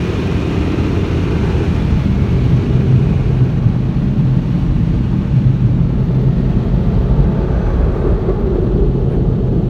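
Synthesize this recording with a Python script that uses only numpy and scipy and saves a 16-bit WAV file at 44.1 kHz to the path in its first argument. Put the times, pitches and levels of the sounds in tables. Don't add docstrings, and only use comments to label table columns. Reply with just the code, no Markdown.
import sys
import numpy as np
from scipy import signal
from scipy.fft import rfft, irfft, next_fast_len
from scipy.io import wavfile
from scipy.ndimage import uniform_filter1d, minimum_filter1d

SR = 44100
rng = np.random.default_rng(int(sys.argv[2]) if len(sys.argv) > 2 else 0)


def materialize(psi):
    bounded = np.clip(np.atleast_2d(psi).T, -1, 1)
    quanta = np.round(bounded * 32767).astype(np.int16)
    wavfile.write(sys.argv[1], SR, quanta)


N = 427329
TIME = np.arange(N) / SR
HZ = np.maximum(np.fft.rfftfreq(N, 1 / SR), 1)


def from_db(db):
    return 10 ** (np.asarray(db) / 20)


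def unit_rms(x):
    return x / np.sqrt(np.mean(x ** 2) + 1e-20)


def curve(rows):
    return np.interp(TIME, *np.transpose(rows))


def bell(centre_s, half_width_s):
    return np.exp(-((TIME - centre_s) / half_width_s) ** 2)


def swell_power(rows):
    return sum(from_db(db) ** 2 * bell(start + length / 2, length / 2) for start, length, db in rows)


def noise(gain):
    size = next_fast_len(N, real=True)
    shape = np.interp(np.fft.rfftfreq(size, 1 / SR), HZ, gain)
    return unit_rms(irfft(rfft(rng.standard_normal(size)) * shape, size)[:N])


def drift(rate_hz):
    return noise(1 / (1 + (HZ / rate_hz) ** 2))


def turbulence(spectrum):
    hz, db = np.transpose(spectrum)
    skirts = np.minimum(HZ / hz[0], 1) ** 2 * np.minimum(hz[-1] / HZ, 1) ** 2
    return noise(from_db(np.interp(np.log(HZ), np.log(hz), db)) * skirts)


def evened(x, steadiness, hold_s):
    local_power = uniform_filter1d(x ** 2, int(hold_s * SR)) + 1e-6
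    return unit_rms(x / local_power ** (steadiness / 2))


def resonance(modes, steadiness, hold_s):
    power = 0
    for hz, width, db in modes:
        detuning = (HZ ** 2 - hz ** 2) / (HZ * width)
        power += from_db(db) ** 2 / (1 + detuning ** 2 / 2) ** 3
    return evened(noise(np.sqrt(power)), steadiness, hold_s)


# t/s, place (0 windscreen, 1 roof, 2 rear)
JET_PATH = [(0, 0.067), (1.6, 0.023), (2.0, 0.62), (3.5, 0.27), (3.9, 1.12), (5.6, 0.82), (6.2, 1.63),
            (7.5, 1.84), (9.69, 1.79)]

def travelling(*sounds):
    place = curve(JET_PATH)
    stations = np.linspace(0, 2, len(sounds))
    shares = [np.interp(place, stations, row) for row in np.eye(len(sounds))]
    return sum(np.sqrt(share) * sound for share, sound in zip(shares, sounds))


# part, arrival t/s, departure t/s, edge/s, level/dB
JET_PASSES = [("glass", 0.33, 2.87, 0.36, -18.5), ("glass", 6.9, 9.2, 0.54, -19.5),
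              ("roof", 1.8, 7.33, 0.12, -20), ("roof", 8.8, 9.9, .1, -18.5),
              ("panels", 1.65, 7.47, 0.037, -21.5), ("panels", 8.63, 9.9, 0.14, -22.5),
              ("cabin", 1.3, 5.3, .3, -26), ("cabin", 6, 9.7, 0.27, -19.5), ("shell", -.5, 1.58, 0.04, -26),
              ("shell", 1.36, 3.35, 0.15, -31.5), ("shell", 7.35, 9.7, .4, -24)]
IDLE_LEVELS = {"cabin": -32, "glass": -24, "roof": -24.5, "panels": -21.5, "shell": -29}

def drive(part, extra_power=0):
    power = from_db(IDLE_LEVELS[part]) ** 2 + extra_power
    for name, arrives, leaves, edge, db in JET_PASSES:
        if name == part:
            onset = (1 + np.tanh((TIME - arrives) / (2 * edge))) / 2
            release = (1 + np.tanh((leaves - TIME) / (2 * edge))) / 2
            power = power + from_db(db) ** 2 * onset * release
    return np.sqrt(power)


def reflected(x, strength, longest_s, sway_s, count):
    out = x.copy()
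    for k in range(count):
        wander = np.interp(TIME, np.linspace(0, TIME[-1], count + 1), rng.standard_normal(count + 1))
        delay = longest_s * (k + 1 + rng.random()) / (count + 1) + sway_s * wander
        out += (-1) ** k * strength / np.sqrt(count) * np.interp(TIME - delay, TIME, x)
    return out / np.sqrt(1 + strength ** 2)


# f/Hz, relative level/dB
SPRAY_FRONT = [(900, -25.5), (1600, -6), (2250, -3), (2460, 1.5), (2620, -1.5), (2820, 0.5), (3100, -5),
               (4400, -10), (4850, -16), (5400, -14), (6400, -16.5), (7600, -25), (9800, -29), (10500, -35),
               (11200, -32), (15800, -39)]
SPRAY_REAR = [(900, -24), (1600, -4), (2100, -3.5), (2450, -1.5), (2900, -2.5), (3400, -3), (4450, -7),
              (4850, -13), (5500, -15.5), (6100, -15.5), (7500, -24), (9600, -28.5), (10500, -34.5),
              (11300, -30.5), (15800, -31.5)]
SPRAY_BEHIND = [(900, -20), (1600, -6.5), (2050, -10.5), (2450, -2), (2950, 0.5), (3400, -2.5),
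                (4400, -5.5), (4850, -13), (5500, -14.5), (6200, -14), (7500, -23), (9600, -27),
                (10500, -34.5), (11300, -29.5), (15800, -30)]
# t/s, level/dB
SPRAY_LEVEL = [(0, -34.5), (0.6, -35.6), (1.25, -36.5), (1.58, -36.5), (2.2, -40), (2.5, -39.5),
               (3.75, -45), (4.25, -45), (4.6, -44), (5.1, -45.4), (5.42, -45), (5.8, -47.5), (6.6, -45.5),
               (7.3, -46.5), (7.7, -47.5), (9.2, -51), (9.69, -50.8)]

def spray_hiss(lift_db, clear_at_s=8.6, clearing_s=0.3):
    level_db = curve(SPRAY_LEVEL) + lift_db + 0.5 * drift(rate_hz=45)
    behind = (1 + np.tanh((TIME - clear_at_s) / clearing_s)) / 2
    on_car = travelling(turbulence(SPRAY_FRONT), turbulence(SPRAY_REAR))
    return from_db(level_db) * (np.sqrt(1 - behind) * on_car + np.sqrt(behind) * turbulence(SPRAY_BEHIND))


# f/Hz, relative level/dB
STREAM_FRONT = [(300, -14), (500, 0.5), (660, 2), (790, 0.5), (900, -1), (1050, 0.5), (1240, -2),
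                (1370, -2.5), (1520, -4.5), (1720, -7.5), (2200, -9.5), (3500, -37.5)]
STREAM_REAR = [(300, -9), (560, 9), (630, 4), (690, 4.5), (760, 1.5), (850, 3.5), (1000, -3.5),
               (1200, -2.5), (1420, -8), (1570, -8), (2000, -19), (3500, -42.5)]
# t/s, level/dB
STREAM_LEVEL = [(0, -32), (1.25, -32.5), (1.5, -32), (2.1, -34), (3.7, -37), (5.4, -38), (5.75, -38.5),
                (6.6, -34.5), (7.75, -30.5), (8.4, -32), (8.85, -36), (9.69, -38)]
# centre t/s, half-width/s, lift/dB
EDGE_FLARES = [(1.487, 0.1, 0.5), (4.597, 0.099, 1), (5.302, .2, 0.3), (7.697, 0.067, 2), (7.957, .015, 4),
               (8.106, 0.018, 0), (8.296, .01, 4.5)]

def air_stream(gust):
    flare_db = sum(db * bell(centre, half_width) for centre, half_width, db in EDGE_FLARES)
    rush_db = curve(STREAM_LEVEL) + flare_db + 0.8 * gust + 0.5
    rush = from_db(rush_db) * travelling(turbulence(STREAM_FRONT), turbulence(STREAM_REAR))
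    return rush + spray_hiss(lift_db=0.5 * flare_db + 0.33 * gust + 0.08)


# f/Hz, relative level/dB
SHELL_FRONT = [(200, -30), (265, -5), (320, 1.5), (400, 3.5), (455, -2), (520, -10), (570, -23.5),
               (900, -50)]
SHELL_ROOF = [(235, -16), (285, 5.5), (315, 5.5), (355, 1), (400, -8.5), (470, -2.5), (510, -17.5),
              (560, -14), (800, -26)]
SHELL_REAR = [(260, -19.5), (315, -15.5), (345, 1.5), (390, 1), (450, -2.5), (500, -10.5), (570, -18.5),
              (700, -16), (1000, -46)]
# start t/s, duration/s, level/dB
SHELL_GUSTS = [(1.57, 0.064, -22.5), (6.13, 0.13, -30), (8.05, .07, -18.5), (8.27, 0.039, -19),
               (9.13, 0.057, -21), (9.5, 0.13, -25)]

def shell_roar(gust):
    roar = travelling(*map(turbulence, (SHELL_FRONT, SHELL_ROOF, SHELL_REAR)))
    return drive("shell", swell_power(SHELL_GUSTS)) * from_db(0.58 * gust) * roar


# f/Hz, width/Hz, relative level/dB
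WINDSCREEN_MODES = [(69.3, 15, -2.5), (86.7, 23, -1.5), (108, 26, -7)]
REAR_WINDOW_MODES = [(57, 17, -1), (66.7, 14, -4), (95.6, 21, -5.5)]
# start t/s, duration/s, level in the cabin/dB
THUMP_GUSTS = [(1.92, 0.05, -16), (3.18, .13, -19), (4.66, 0.11, -16.5), (4.9, 0.12, -18.5),
               (7.19, 0.1, -16), (7.7, 0.16, -14.5), (8.07, 0.064, -14), (8.83, 0.051, -14)]

def glass_rumble(thump_gain_db=-2.5):
    panes = [resonance(modes, steadiness=0.83, hold_s=0.16)
             for modes in (WINDSCREEN_MODES, REAR_WINDOW_MODES)]
    thumps = from_db(thump_gain_db) ** 2 * swell_power(THUMP_GUSTS)
    return drive("glass", thumps) * travelling(*panes)


# centre t/s, half-width/s, f/Hz, filter bandwidth/Hz, level/dB
EDGE_TONES = [(0.8, 1, 285, 80, -24.5), (0.7, 0.87, 2500, 200, -46), (1.35, 0.34, 1500, 170, -44.5),
              (1.55, 0.2, 860, 160, -39), (1.65, 0.4, 8400, 2500, -64.5), (2.255, 0.34, 2195, 130, -46),
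              (2.807, 0.57, 401, 59, -29.5), (3.2, 0.62, 673, 129.5, -42.5), (3.1, 0.35, 2480, 253, -48.5),
              (3.15, .35, 8400, 900, -70.5), (4.8, .5, 8450, 1000, -74.5), (6.494, 0.49, 1855, 221, -51),
              (7.199, 0.54, 887, 39.7, -43), (7.63, 0.17, 6090, 450, -62), (7.601, .3, 1560, 220, -44),
              (8.0, .45, 1160, 478, -42.5), (7.697, 0.44, 2450, 260, -55.5), (8.352, 0.43, 417, 70, -29),
              (8.567, 0.11, 364, 55, -19), (8.807, 0.095, 377, 60, -18.5), (9.115, 0.025, 9200, 550, -67),
              (9.13, 0.02, 11150, 450, -71)]

def whistles():
    out = np.zeros(N)
    for centre, half_width, hz, bandwidth, db in EDGE_TONES:
        near = np.abs(TIME - centre) < 3 * half_width
        gap = signal.butter(1, [hz - bandwidth / 2, hz + bandwidth / 2], "band", fs=SR, output="sos")
        tone = unit_rms(signal.sosfilt(np.vstack([gap, gap]), rng.standard_normal(N)[near]))
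        envelope = from_db(db) * bell(centre, half_width)[near]
        out[near] += envelope * evened(tone, steadiness=0.78, hold_s=0.044)
    return out


# f/Hz, width/Hz, relative level/dB
CAVITY_MODES = [(42, 11, -2), (50.4, 18, -7)]

def cabin_boom():
    return drive("cabin", swell_power(THUMP_GUSTS)) * resonance(CAVITY_MODES, steadiness=0.78, hold_s=0.1)


# f/Hz, width/Hz, relative level/dB
SHEET_METAL_MODES = [(161.3, 22.5, 1.5), (176.8, 15, -0.2), (200, 19, -0.4), (231.7, 30, -5.5),
                     (259, 41, -10.5)]

def panel_drone():
    return drive("panels") * resonance(SHEET_METAL_MODES, steadiness=0.28, hold_s=0.17)


# f/Hz, width/Hz, relative level/dB
ROOF_PLATE_MODES = [(129.4, 10.7, 1), (120, 47, -13)]
# start t/s, duration/s, relative level/dB
ROOF_SWELLS = [(2.468, 0.11, -10.5), (2.753, 0.034, -10), (2.892, 0.14, -9), (3.405, 0.033, -9),
               (3.634, 0.046, -7.5), (4.163, 0.098, -11), (4.786, 0.038, -12.5), (5.334, 0.063, -10.5),
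               (5.46, 0.051, -8), (5.64, 0.058, -9), (6.242, 0.076, -13), (6.946, 0.023, -9),
               (7.176, 0.038, -8)]

def roof_drum(swell_gain_db=-1.5):
    swells = from_db(swell_gain_db) ** 2 * swell_power(ROOF_SWELLS)
    return drive("roof", swells) * resonance(ROOF_PLATE_MODES, steadiness=0.74, hold_s=0.081)


# start t/s, duration/s, level/dB
TICKING_SWELLS = [(1.9, .6, -56.5), (3.35, .35, -62), (3.9, 1.4, -66), (6.05, 0.35, -59),
                  (6.5, 0.82, -62.5), (8.1, .6, -65)]

def ticking(pitch_hz=14200, spread_hz=450, half_width_s=0.002, idle_db=-69.5):
    ticks_per_s = 13.6 + 0.77 * TIME
    from_pip_s = (np.cumsum(ticks_per_s) / SR % 1 - 0.5) / ticks_per_s
    amplitude = np.sqrt(from_db(idle_db) ** 2 + swell_power(TICKING_SWELLS))
    carrier = noise(np.exp(-((HZ - pitch_hz) / spread_hz) ** 2))
    return amplitude * np.exp(-(from_pip_s / half_width_s) ** 2) * carrier


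# start t/s, duration/s, peak level/dB
HUM_SPELLS = [(2.45, 1, -20), (4.12, 0.27, -15), (4.7, 0.28, -24), (5.42, .32, -18), (5.95, .45, -19)]

def roof_hum(pitch_hz=130.6, wander_hz=1.094):
    hz = pitch_hz + wander_hz * drift(rate_hz=2.87)
    return np.sqrt(swell_power(HUM_SPELLS)) * np.sin(2 * np.pi * np.cumsum(hz) / SR)


# start t/s, duration/s, level/dB
DROP_FLURRIES = [(7.66, .09, -67), (7.89, .14, -67), (8.06, .09, -67), (8.29, .05, -70), (8.58, .07, -72)]

def droplets(hits_per_s=1500, spread_db=2.0, idle_db=-77, band_hz=(5600, 12000), pitches=14, cycles=16):
    sizes = from_db(spread_db * np.minimum(rng.exponential(1, N), 4)) * rng.choice([-1, 1], N)
    hits = sizes * (rng.random(N) < hits_per_s / SR)
    pitch_index = rng.integers(0, pitches, N)
    patter = np.zeros(N)
    for k, hz in enumerate(np.geomspace(*band_hz, pitches)):
        radius = np.exp(-np.log(1000) * hz / (cycles * SR))
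        resonator = [1, -2 * radius * np.cos(2 * np.pi * hz / SR), radius ** 2]
        patter += signal.lfilter([1, 0, -1], resonator, hits * (pitch_index == k) + 1e-18)
    return np.sqrt(from_db(idle_db) ** 2 + swell_power(DROP_FLURRIES)) * unit_rms(patter)


# f/Hz, relative level/dB
BRUSH_SPECTRUM = [(1200, -9), (1650, 6), (2000, -9), (2400, -2), (4500, -34), (11200, -32), (15500, -37)]

def swish(at_s=9.14, half_width_s=0.03, level_db=-43.5):
    return from_db(level_db) * bell(at_s, half_width_s) * turbulence(BRUSH_SPECTRUM)


def scene():
    gust = drift(rate_hz=33)
    air = reflected(air_stream(gust), strength=0.18, longest_s=0.007, sway_s=0.0003, count=6)
    body = shell_roar(gust) + glass_rumble() + cabin_boom() + panel_drone() + roof_drum()
    return (air + body + whistles() + ticking() + roof_hum() + droplets() + swish())[None]


def record(dry):
    ceiling, hold, fade_s, cutoff_hz = 0.92, int(0.02 * SR), 0.003, 15800
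    needed_gain = ceiling / np.maximum(np.abs(dry), ceiling)
    gain = uniform_filter1d(minimum_filter1d(needed_gain, hold), hold)
    fades = np.minimum(np.minimum(TIME, TIME[-1] - TIME) / fade_s, 1)
    low_pass = signal.ellip(10, 0.1, 80, cutoff_hz, fs=SR, output="sos")
    return signal.sosfilt(low_pass, dry * gain * fades)


dry = scene()
out = record(dry)
materialize(out)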